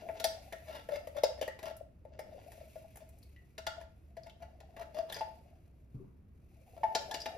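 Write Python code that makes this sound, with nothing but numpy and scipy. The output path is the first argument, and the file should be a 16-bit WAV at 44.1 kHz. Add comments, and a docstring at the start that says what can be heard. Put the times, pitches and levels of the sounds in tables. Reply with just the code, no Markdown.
"""A quiet kitchen, close on a tin can of thick creamed corn held over a stove, heard through two microphone ports.
A low hum and a wavering hiss lie under a spatula that slides and knocks in the can from the start: wall, end panel
and air column ring, with short bright crackles. The lid sings after jolts; firm drags groan and rasp, the air note
sinking while the blade blocks the mouth. Later the blade's edge ticks over ribs and rim, the spatula thuds dully into
the corn in a dish, then knocks the can again. Noise, grains and damped sines make the sounds, with a short kitchen tail."""
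import sys
import numpy as np
from scipy import signal
from scipy.fft import rfft, irfft, next_fast_len
from scipy.io import wavfile
from scipy.ndimage import uniform_filter1d, map_coordinates

SR = 44100
rng = np.random.default_rng(int(sys.argv[2]) if len(sys.argv) > 2 else 0)


def store_pcm(level_fs):
    """Save levels as 16-bit WAV."""
    pcm = np.round(np.clip(level_fs, -1, 1) * 32767).astype(np.int16)
    wavfile.write(sys.argv[1], SR, np.atleast_2d(pcm).T)


N = 325281
TIME = np.arange(N) / SR
RING = TIME[:SR // 3]  # time axis of one contact
ATTACK = SR // 40  # samples over which most contacts are levelled

# Spectrum of the room's own tone. Each row: frequency in Hz, relative level in dB.
ROOM_TONE = [(20, -15.5), (70, 3), (150, -8.5), (380, -19), (700, -33.5), (2000, -43), (6000, -63)]
ROOM_TONE_DB = -59

# Light sliding and background hiss. Each row: start in seconds, nominal contact level in dB, nominal hiss in dB.
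SLIDE_AND_HISS = [(0.0, -50, -69.5), (0.61, -63, -68.5), (1.599, -64.5, -81.5), (1.89, -96, -89.5),
                  (2.18, -59, -91), (2.403, -57.5, -68.5), (3.41, -82, -80.5), (3.851, -84.5, -87.5),
                  (4.681, -63, -81.5), (5.22, -59.5, -75), (5.571, -75.5, -83.5), (6.26, -100, -89.5),
                  (6.661, -70.5, -77), (6.938, -52, -68), (7.38, -53, -72)]
# Colour of the background hiss. Each row: frequency in Hz, relative level in dB.
HISS = [(1700, -3), (2250, 8), (2650, 9), (3000, -1), (6000, -1), (14200, 1), (15600, -9)]
# Pitch of the air column, lower while blade and corn block the mouth. Each row: time in seconds, frequency in Hz.
AIR_NOTE = [(.5, 655), (.93, 594.8), (1.48, 594), (1.66, 636.4), (2.06, 595.8), (3, 645), (4.82, 667.7),
            (4.955, 607), (4.995, 651), (6.85, 662.6)]
# kernels caught under the blade: level against the sliding, ring time of the air, share by which its note varies
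CATCH_DB, CATCH_T60_S, CATCH_DETUNE = 1, 0.047, 0.097

# Modes of the tin wall. Each row: frequency in Hz, relative level in dB.
TIN_MODES = [(1340, 10.5), (1860, 4.5), (2170, 3), (2800, 3.5), (3510, 1.5), (3780, -5), (4600, -1.5),
             (5050, 0), (5850, -4.5)]
# Colour of the wall's dense crack. Each row: frequency in Hz, relative level in dB.
CRACK = [(200, 0.5), (450, 11), (850, 14), (1150, 1), (1800, 7.5), (2300, 1.5), (5300, -3.5), (7500, -7),
         (9000, -42.5)]
# each mode splits into a cluster around the seam and ribs: share of spread, ring time
MODE_SPREAD, MODE_T60_S = .02, .05

# Spatula hits on the can. Each row: start in seconds, then nominal levels in dB of the air column,
# the end panel, the tin wall and the treble of the contact.
CAN_KNOCKS = [(0.086, -34, -46, -50.5, -76), (0.198, -39, -62, -49.5, -44),
              (0.241, -26.5, -40.5, -40.5, -29.5), (0.524, -41, -75, -49, -53),
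              (0.887, -32.5, -59.5, -53, -63.5), (1.071, -39, -71.5, -57, -62),
              (1.234, -19, -42.5, -40.5, -36), (1.412, -29.5, -64, -53.5, -47.5),
              (1.423, -36.5, -75, -45, -51), (1.477, -35, -52, -49, -52.5), (2.05, -47, -62, -72, -90.5),
              (2.19, -38, -50.5, -53.5, -58.5), (2.755, -40, -73, -68.5, -78),
              (3.579, -43, -82, -51, -47.5), (3.666, -38, -41.5, -42.5, -36.5),
              (4.167, -41.5, -63.5, -60.5, -63.5), (4.765, -62, -56, -56, -68),
              (5.208, -36.5, -31.5, -50, -58.5), (6.833, -31.5, -23, -47, -59),
              (6.949, -31.5, -32, -38.5, -30), (7.111, -48, -39.5, -52, -43), (7.141, -65, -44, -45.5, -38),
              (7.257, -36.5, -40, -43, -45)]
# trims on those levels for air column, end panel and wall
KNOCK_AIR_DB, KNOCK_PANEL_DB, KNOCK_WALL_DB = -5, -5.5, 2.5
AIR_LAG_S = .0018  # the air answers a moment after the wall
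# Corn clinging inside the can. Each row: time in seconds, share from 0 to 1.
CORN_LEFT = [(2.4, 0.7), (3.5, 0.38)]
# Colour of bright spatter. Each row: frequency in Hz, relative level in dB.
SPATTER = [(3000, -20), (6500, -5), (9300, 1), (14200, 0), (16000, -8)]
# spatter of a knock: base level in an empty can, gain when fully coated, dB per dB of treble
SPATTER_DB, SPATTER_COATED_DB, SPATTER_GROWTH = -34, 17, 0.69

# Short bright crackles, some at the attack of a hard knock, some between knocks.
# Each row: start in seconds, nominal crackle in dB, click in dB.
CRACKLES = [(0.242, -26.5, -47), (1.072, -53, -80), (1.235, -52, -48), (1.5896, -53, -50.5),
            (1.6286, -48, -47.5), (1.7663, -47, -78), (2.192, -49, -82), (2.5184, -50.5, -55.5),
            (2.957, -47.5, -58.5), (2.9702, -46, -57), (3.09, -55, -71.5), (3.185, -57.5, -82),
            (3.231, -56.5, -95), (4.603, -61, -58.5), (5.124, -36.5, -54)]
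CRACKLE_DB = -9  # trim on the nominal crackle

# Jolts ring the hinged lid at a note set by its bend. Each row: start in seconds, centre frequency in Hz, level in dB.
LID_RINGS = [(0.523, 1845, -52), (1.236, 5040, -43.5), (1.414, 2930, -50), (1.48, 1910, -48),
             (2.19, 2169, -61.5), (2.192, 5090, -64.5), (3.363, 1924, -65.5), (3.668, 1399, -43.5),
             (4.416, 2440, -72), (5.123, 1793, -50.5), (6.95, 5270, -45.5), (7.114, 1720, -49.5)]
LID_T60_S, LID_WAVER = 0.15, 0.045  # ring time, share by which the note wavers

# Firm drags of the blade. Each row: middle in seconds, length in seconds, nominal air column in dB, nominal rasp in dB.
RUBS = [(0.695, 0.015, -42, -53), (0.754, 0.045, -51, -50), (0.905, 0.0051, -36.5, -63),
        (0.932, 0.014, -31.5, -51.5), (0.966, 0.022, -42.5, -47), (1.162, 0.0058, -39.5, -56.5),
        (1.183, 0.0083, -31.5, -44), (1.391, 0.0047, -36.5, -55), (1.644, 0.013, -41.5, -53.5),
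        (1.681, 0.018, -42, -46), (1.713, 0.0046, -38.5, -51), (1.813, 0.0016, -43, -86),
        (2.337, 0.016, -50.5, -67), (2.616, 0.0045, -44.5, -59.5), (2.853, 0.0075, -50, -75),
        (3.024, 0.012, -52.5, -64), (3.785, 0.008, -41.5, -64), (3.825, 0.015, -53, -56),
        (4.274, 0.023, -52.5, -60.5), (4.431, 0.02, -50, -57.5), (4.811, 0.038, -47, -53.5),
        (4.976, 0.022, -37, -49), (4.995, 0.019, -29.5, -57.5), (5.112, 0.018, -66, -50.5),
        (5.17, 0.025, -61, -47), (6.779, 0.0048, -41.5, -57)]
# wet crackle of a drag against its rasp: level in an empty can, gain when fully coated
RUB_WET_DB, RUB_COATED_DB = -14, 2
# the bite ahead of each drag: extra lead time, level against the drag's slips, decay
BITE_LEAD_S, BITE_DB, BITE_T60_S = .008, -1, 0.06
BLADE_BEND = 0.012  # share by which the wall modes wander under the travelling blade

# The edge skipping over ribs and rim. 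Each row: start in seconds, resonance in Hz, level in dB.
EDGE_TICKS = [(3.228, 4470, -65), (3.362, 2780, -68), (4.234, 4800, -59.5), (4.297, 3080, -58.5),
              (4.765, 2220, -67), (5.098, 3700, -49), (5.124, 3350, -44), (5.144, 4970, -44.5),
              (5.165, 5300, -56.5), (5.194, 4840, -50), (7.111, 3500, -47.5), (7.203, 5030, -46),
              (7.217, 5000, -41.5)]
TICK_CHATTER_S, TICK_T60_S = .05, .006  # 60 dB decay of the chatter, and of its resonance

# Soft thuds in the dish. Each row: start in seconds, frequency in Hz, level in dB.
THUDS = [(5.943, 127, -43.5), (5.998, 382, -52.5)]

# The can at the two microphone ports. Each row: frequency in Hz, left minus right in dB, left's phase lead in radians.
PORTS = [(100, .5, 0), (600, 6, .5), (1100, 1, -.8), (1900, 2, -6), (3600, 5, -5.1), (4800, 7, -6.1),
         (8300, .5, -9.4), (15500, 0, -15.6)]
# Kitchen reverberation. 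Each row: band centre in Hz, level against the direct sound in dB, 60 dB decay in seconds.
KITCHEN = [(150, -11, .45), (650, -6, .38), (1500, -3, .42), (5000, -5, .4), (12000, -12, .3)]
TOP_HZ = 15900  # upper limit of the recorder


def undb(db):
    """Decibels to gain."""
    return 10 ** (np.asarray(db) / 20)


def level(x, db, size=N):
    """Scale a sound so that its first samples have this rms level."""
    return x * undb(db) / np.sqrt(np.mean(x[..., :size] ** 2) + 1e-20)


def fade(t, t60):
    """Exponential decay, 60 dB in t60 seconds."""
    return np.exp(-np.log(1000) * t / t60)


def at(curve, s):
    """Value of a control curve at time s."""
    return np.interp(s, *np.transpose(curve))


def over_hz(table, size):
    """Columns of a table along the frequency axis of a sound of this size."""
    hz, *columns = np.transpose(table)
    log_hz = np.log(np.fft.rfftfreq(size, 1 / SR) + 1)
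    return [np.interp(log_hz, np.log(hz), c) for c in columns]


def colour(x, table, size=1024):
    """Causal filter with the given spectrum, made minimum phase by folding its cepstrum."""
    cepstrum = irfft(np.log(undb(over_hz(table, size)[0])))
    cepstrum[1:size // 2] *= 2
    cepstrum[size // 2 + 1:] = 0
    impulse = irfft(np.exp(rfft(cepstrum)))
    return signal.fftconvolve(x, impulse)[:len(x)]


def resonate(x, hz, t60):
    """One damped mode driven by x."""
    pole = np.exp((2j * np.pi * hz - np.log(1000) / t60) / SR)
    return signal.lfilter([1], [1, -pole], x).real


def struck(hz, t60, build):
    """A mode that builds up over a short push and dies away."""
    return np.sin(2 * np.pi * hz * RING) * fade(RING, t60) * (1 - fade(RING, build))


def walk(rate, size=N):
    """Smooth random wander with a spread near 1."""
    hold = max(int(SR / rate), 1)
    steps = np.repeat(rng.standard_normal(size // hold + 2), hold)
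    return uniform_filter1d(steps, hold)[:size] * np.sqrt(3 / 2)


def grains(per_s, spread_db, size=N):
    """Tiny impulses at random moments, some larger than the rest."""
    size_db = spread_db * rng.uniform(-1, 1, size)
    happens = rng.random(size) < per_s / SR
    return happens * np.sign(rng.standard_normal(size)) * undb(size_db)


def add(track, s, x):
    """Mix a sound into a track from time s on."""
    start = max(int(s * SR), 0)
    track[start:start + len(x)] += x[:max(N - start, 0)]


def room_tone():
    """Low rumble, most alike at both ports in the bass, with a wavering hum and a trace of hiss."""
    mid, side = rfft(rng.standard_normal((2, N)))
    width = undb(over_hz([(60, -18), (130, -13), (300, -7), (1000, -1)], N)[0])
    pair = (mid + width * side * np.array([[1], [-1]])) * undb(over_hz(ROOM_TONE, N)[0])
    hum = 0
    for hz, db in [(70, -62.0), (122, -76.5)]:
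        strength = undb(db + walk(21))
        hum = hum + strength * np.sin(2 * np.pi * hz * TIME + 2.0 * walk(5.0))
    return level(irfft(pair, N), ROOM_TONE_DB) + hum


def background_hiss():
    """A background hiss of coloured noise that rises and falls, strongest near 2.5 kHz."""
    s, _, hiss_db = np.transpose(SLIDE_AND_HISS)
    hiss = colour(rng.standard_normal(N), HISS) * undb(2 * walk(120) + 1.5 * walk(12))
    return level(hiss, 1.2) * undb(np.interp(TIME, s, hiss_db))


def tin(force, modes_db):
    """The wall answers with a dense crack and with clusters of close modes that differ from contact to contact."""
    hz, db = np.repeat(TIN_MODES, 6, axis=0).T[:, :, None]
    detune, sign = rng.standard_normal((2, *hz.shape))
    waves = np.sin(2 * np.pi * hz * (1 + MODE_SPREAD * detune) * RING)
    modes = (undb(db) * np.sign(sign) * waves).sum(0)
    ringing = signal.fftconvolve(force, modes * fade(RING, MODE_T60_S))[:len(force)]
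    return level(colour(force, CRACK), 0) + level(ringing, modes_db)


def catches(count):
    """Each kernel that catches finds the mouth covered differently and sounds its own short hollow note."""
    out = np.zeros(N)
    times = rng.uniform(0, N / SR, count)
    for s, (detune, strength) in zip(times, rng.standard_normal((count, 2))):
        note = struck(at(AIR_NOTE, s) * (1 + CATCH_DETUNE * detune), CATCH_T60_S, 0.03)
        add(out, s, note * undb(3 * strength))
    return out


def slide():
    """Light contact keeps the can murmuring; kernels catch in small hollow blips."""
    s, contact_db, _ = np.transpose(SLIDE_AND_HISS)
    grit = tin(grains(per_s=900, spread_db=9), modes_db=-6) * undb(4.5 * walk(40))
    # the hand shifts its grip with a dull rustle
    grip = colour(rng.standard_normal(N), [(100, -12), (220, 0), (480, 0), (2000, -45)])
    contact = level(grit, -13.5) + level(catches(count=450), CATCH_DB) + level(grip, -10.0)
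    return contact * undb(np.interp(TIME, s, contact_db))


def knocks():
    """Each hit chatters briefly and rings wall, end panel and air; the emptier the can, the less it spatters."""
    out = np.zeros(N)
    for s, ring_db, panel_db, wall_db, treble_db in CAN_KNOCKS:
        air_hz, air_db = at(AIR_NOTE, s), ring_db + KNOCK_AIR_DB
        chatter = grains(per_s=15000, spread_db=0.5, size=len(RING))
        chatter = chatter * fade(RING, 0.051) * (1 - fade(RING, 0.011))
        wall = level(tin(chatter, modes_db=-8.5), wall_db + KNOCK_WALL_DB, size=ATTACK)
        # a hard contact is short and bright, one cushioned by corn is dull
        hardness_db = treble_db - wall_db
        wall = colour(wall, [(800, -2), (2300, 0), (4800, hardness_db + 2), (9000, hardness_db - 2)])
        # a blade deep in the mouth lowers and damps the air column, and bends the hand-held body more
        opening = air_hz / 650
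        air = level(struck(air_hz, 0.065 * opening ** 8, 0.18), air_db, size=ATTACK)
        flex_db = air_db - 11.0 + 70 * (1 - opening)
        flex = level(struck(535, 0.047, 0.076), flex_db, size=ATTACK)
        panel = struck(874, 0.105, 0.04) + undb(-1) * struck(780, 0.025, 0.015)
        panel = level(panel, panel_db + KNOCK_PANEL_DB, size=ATTACK)
        wet_db = SPATTER_DB + SPATTER_COATED_DB * at(CORN_LEFT, s) + SPATTER_GROWTH * treble_db
        spatter = level(colour(chatter, SPATTER), wet_db, size=ATTACK)
        add(out, s, wall + panel + spatter)
        add(out, s + AIR_LAG_S, air + flex)
    return out


def crackles():
    """Short bright crackles, some at the attack of a hard knock, some between knocks, from bursts of dense grains."""
    out = np.zeros(N)
    for s, crackle_db, click_db in CRACKLES:
        burst = grains(per_s=17000, spread_db=5.5, size=len(RING))
        burst = burst * fade(RING, 0.057) * (1 - fade(RING, 0.0024))
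        crackle = level(colour(burst, SPATTER), crackle_db + CRACKLE_DB, size=ATTACK // 3)
        click = level(colour(burst, CRACK), click_db, size=ATTACK // 3)
        add(out, s, crackle + click)
    return out


def lid():
    """The thin lid sings on after a jolt, its note wavering as it flaps."""
    out = np.zeros(N)
    for s, hz, db in LID_RINGS:
        pitch = hz * (1 + LID_WAVER * walk(450, size=len(RING)))
        note = np.sin(2 * np.pi * np.cumsum(pitch) / SR) * fade(RING, LID_T60_S)
        add(out, s, level(note, db, size=ATTACK))
    return out


def bend(x, share):
    """Let all resonances of a sound wander together by this share; its middle stays in place."""
    place = np.cumsum(1 + share * walk(45, size=len(x)))
    middle = len(x) // 2
    return map_coordinates(x, [place - place[middle] + middle])


def rubs():
    """The blade bites, then sticks and slips: the air swells into a short hollow groan under a gritty rasp."""
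    out, t = np.zeros(N), RING - RING.mean()
    for s, length, air_db, rasp_db in RUBS:
        air_hz = at(AIR_NOTE, s)
        swell = 1 / np.cosh(2 * t / max(length, .004))
        since_bite = t + length + BITE_LEAD_S
        bite = (since_bite > 0) * fade(np.abs(since_bite), BITE_T60_S) * undb(BITE_DB)
        pitch = at(AIR_NOTE, s + t) * (1 + .02 * walk(120, size=len(t)))
        groan = np.sqrt(2) * np.sin(2 * np.pi * np.cumsum(pitch) / SR)
        groan = groan * undb(2 * walk(160, size=len(t)))
        slips = (swell + bite) * grains(per_s=5000, spread_db=9, size=len(t))
        slips = slips * undb(4.5 * walk(220, size=len(t)))
        # deep in the can the air note is low and the wall modes sing; near the rim the end panel rings instead
        depth_db = np.clip((635 - air_hz) / 10, -3, 3)
        panel = level(resonate(slips, 864.3, 0.22), rasp_db - 11.0 - 2 * depth_db)
        wall = bend(tin(slips, depth_db - 3.0), BLADE_BEND)
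        flex = level(resonate(slips, 579, 0.15), rasp_db - 4.5)
        wet_db = rasp_db + RUB_WET_DB + RUB_COATED_DB * at(CORN_LEFT, s)
        spatter = level(colour(slips, SPATTER), wet_db)
        rasp = level(wall, rasp_db) + panel + flex + spatter
        hollow = (swell + 0.28 * bite) * groan * undb(air_db)
        # short drags carry less rasp over the whole span
        add(out, s + t[0], hollow + rasp * np.sqrt(np.mean(swell ** 2)))
    return out


def ticks():
    """The edge of the blade chatters briefly into one broad resonance of the tin."""
    out = np.zeros(N)
    for s, hz, db in EDGE_TICKS:
        chatter = grains(per_s=9000, spread_db=6, size=len(RING)) * fade(RING, TICK_CHATTER_S)
        add(out, s, level(resonate(chatter, hz, TICK_T60_S), db, size=ATTACK // 3))
    return out


def thuds():
    """The spatula meets the dish through the corn with a dull, quickly damped thump."""
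    out = np.zeros(N)
    for s, hz, db in THUDS:
        squash = rng.standard_normal(len(RING)) * fade(RING, 0.69)
        squash = colour(squash, [(250, 8.5), (800, -21.5), (1150, -14.0), (2000, -47.5)])
        thump = level(struck(hz, 0.12, 0.08), db, size=ATTACK)
        add(out, s, thump + level(squash, db - 6.5, size=ATTACK))
    return out


def kitchen(x):
    """The direct sound reaches the two ports differently; stove, counter and walls add a short diffuse tail."""
    size = next_fast_len(N + SR)
    balance_db, lead = over_hz(PORTS, size)
    gain = undb(np.array([balance_db, -balance_db]) / 2)
    ports = gain * np.exp(.5j * np.array([lead, -lead]))
    ports /= np.sqrt(np.mean(np.abs(ports) ** 2, axis=0))
    t, tail = TIME[:SR // 2], 0
    noise = rfft(rng.standard_normal((2, len(t))))
    # overlapping bands, each peaking at one row of the table
    centres = np.array(KITCHEN)[:, 0]
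    bands = over_hz(np.column_stack([centres, np.eye(len(KITCHEN))]), len(t))
    for band, (_, db, t60) in zip(bands, KITCHEN):
        envelope = fade(t, t60) * (1 - fade(t, 0.011))
        tail = tail + irfft(noise * band, len(t)) * envelope * undb(db) / np.linalg.norm(envelope)
    return irfft(rfft(x, size) * (ports + rfft(tail, size)), size)[:, :N]


def scene():
    """Can, dish and hiss pass through the kitchen's response, over its room tone."""
    can = slide() + knocks() + crackles() + lid() + rubs() + ticks()
    return room_tone() + kitchen(background_hiss() + can + thuds())


def record(dry):
    """The recorder cuts the top with a steep low-pass filter."""
    return signal.sosfilt(signal.ellip(8, .2, 70, TOP_HZ, fs=SR, output="sos"), dry)


dry = scene()
out = record(dry)
store_pcm(out)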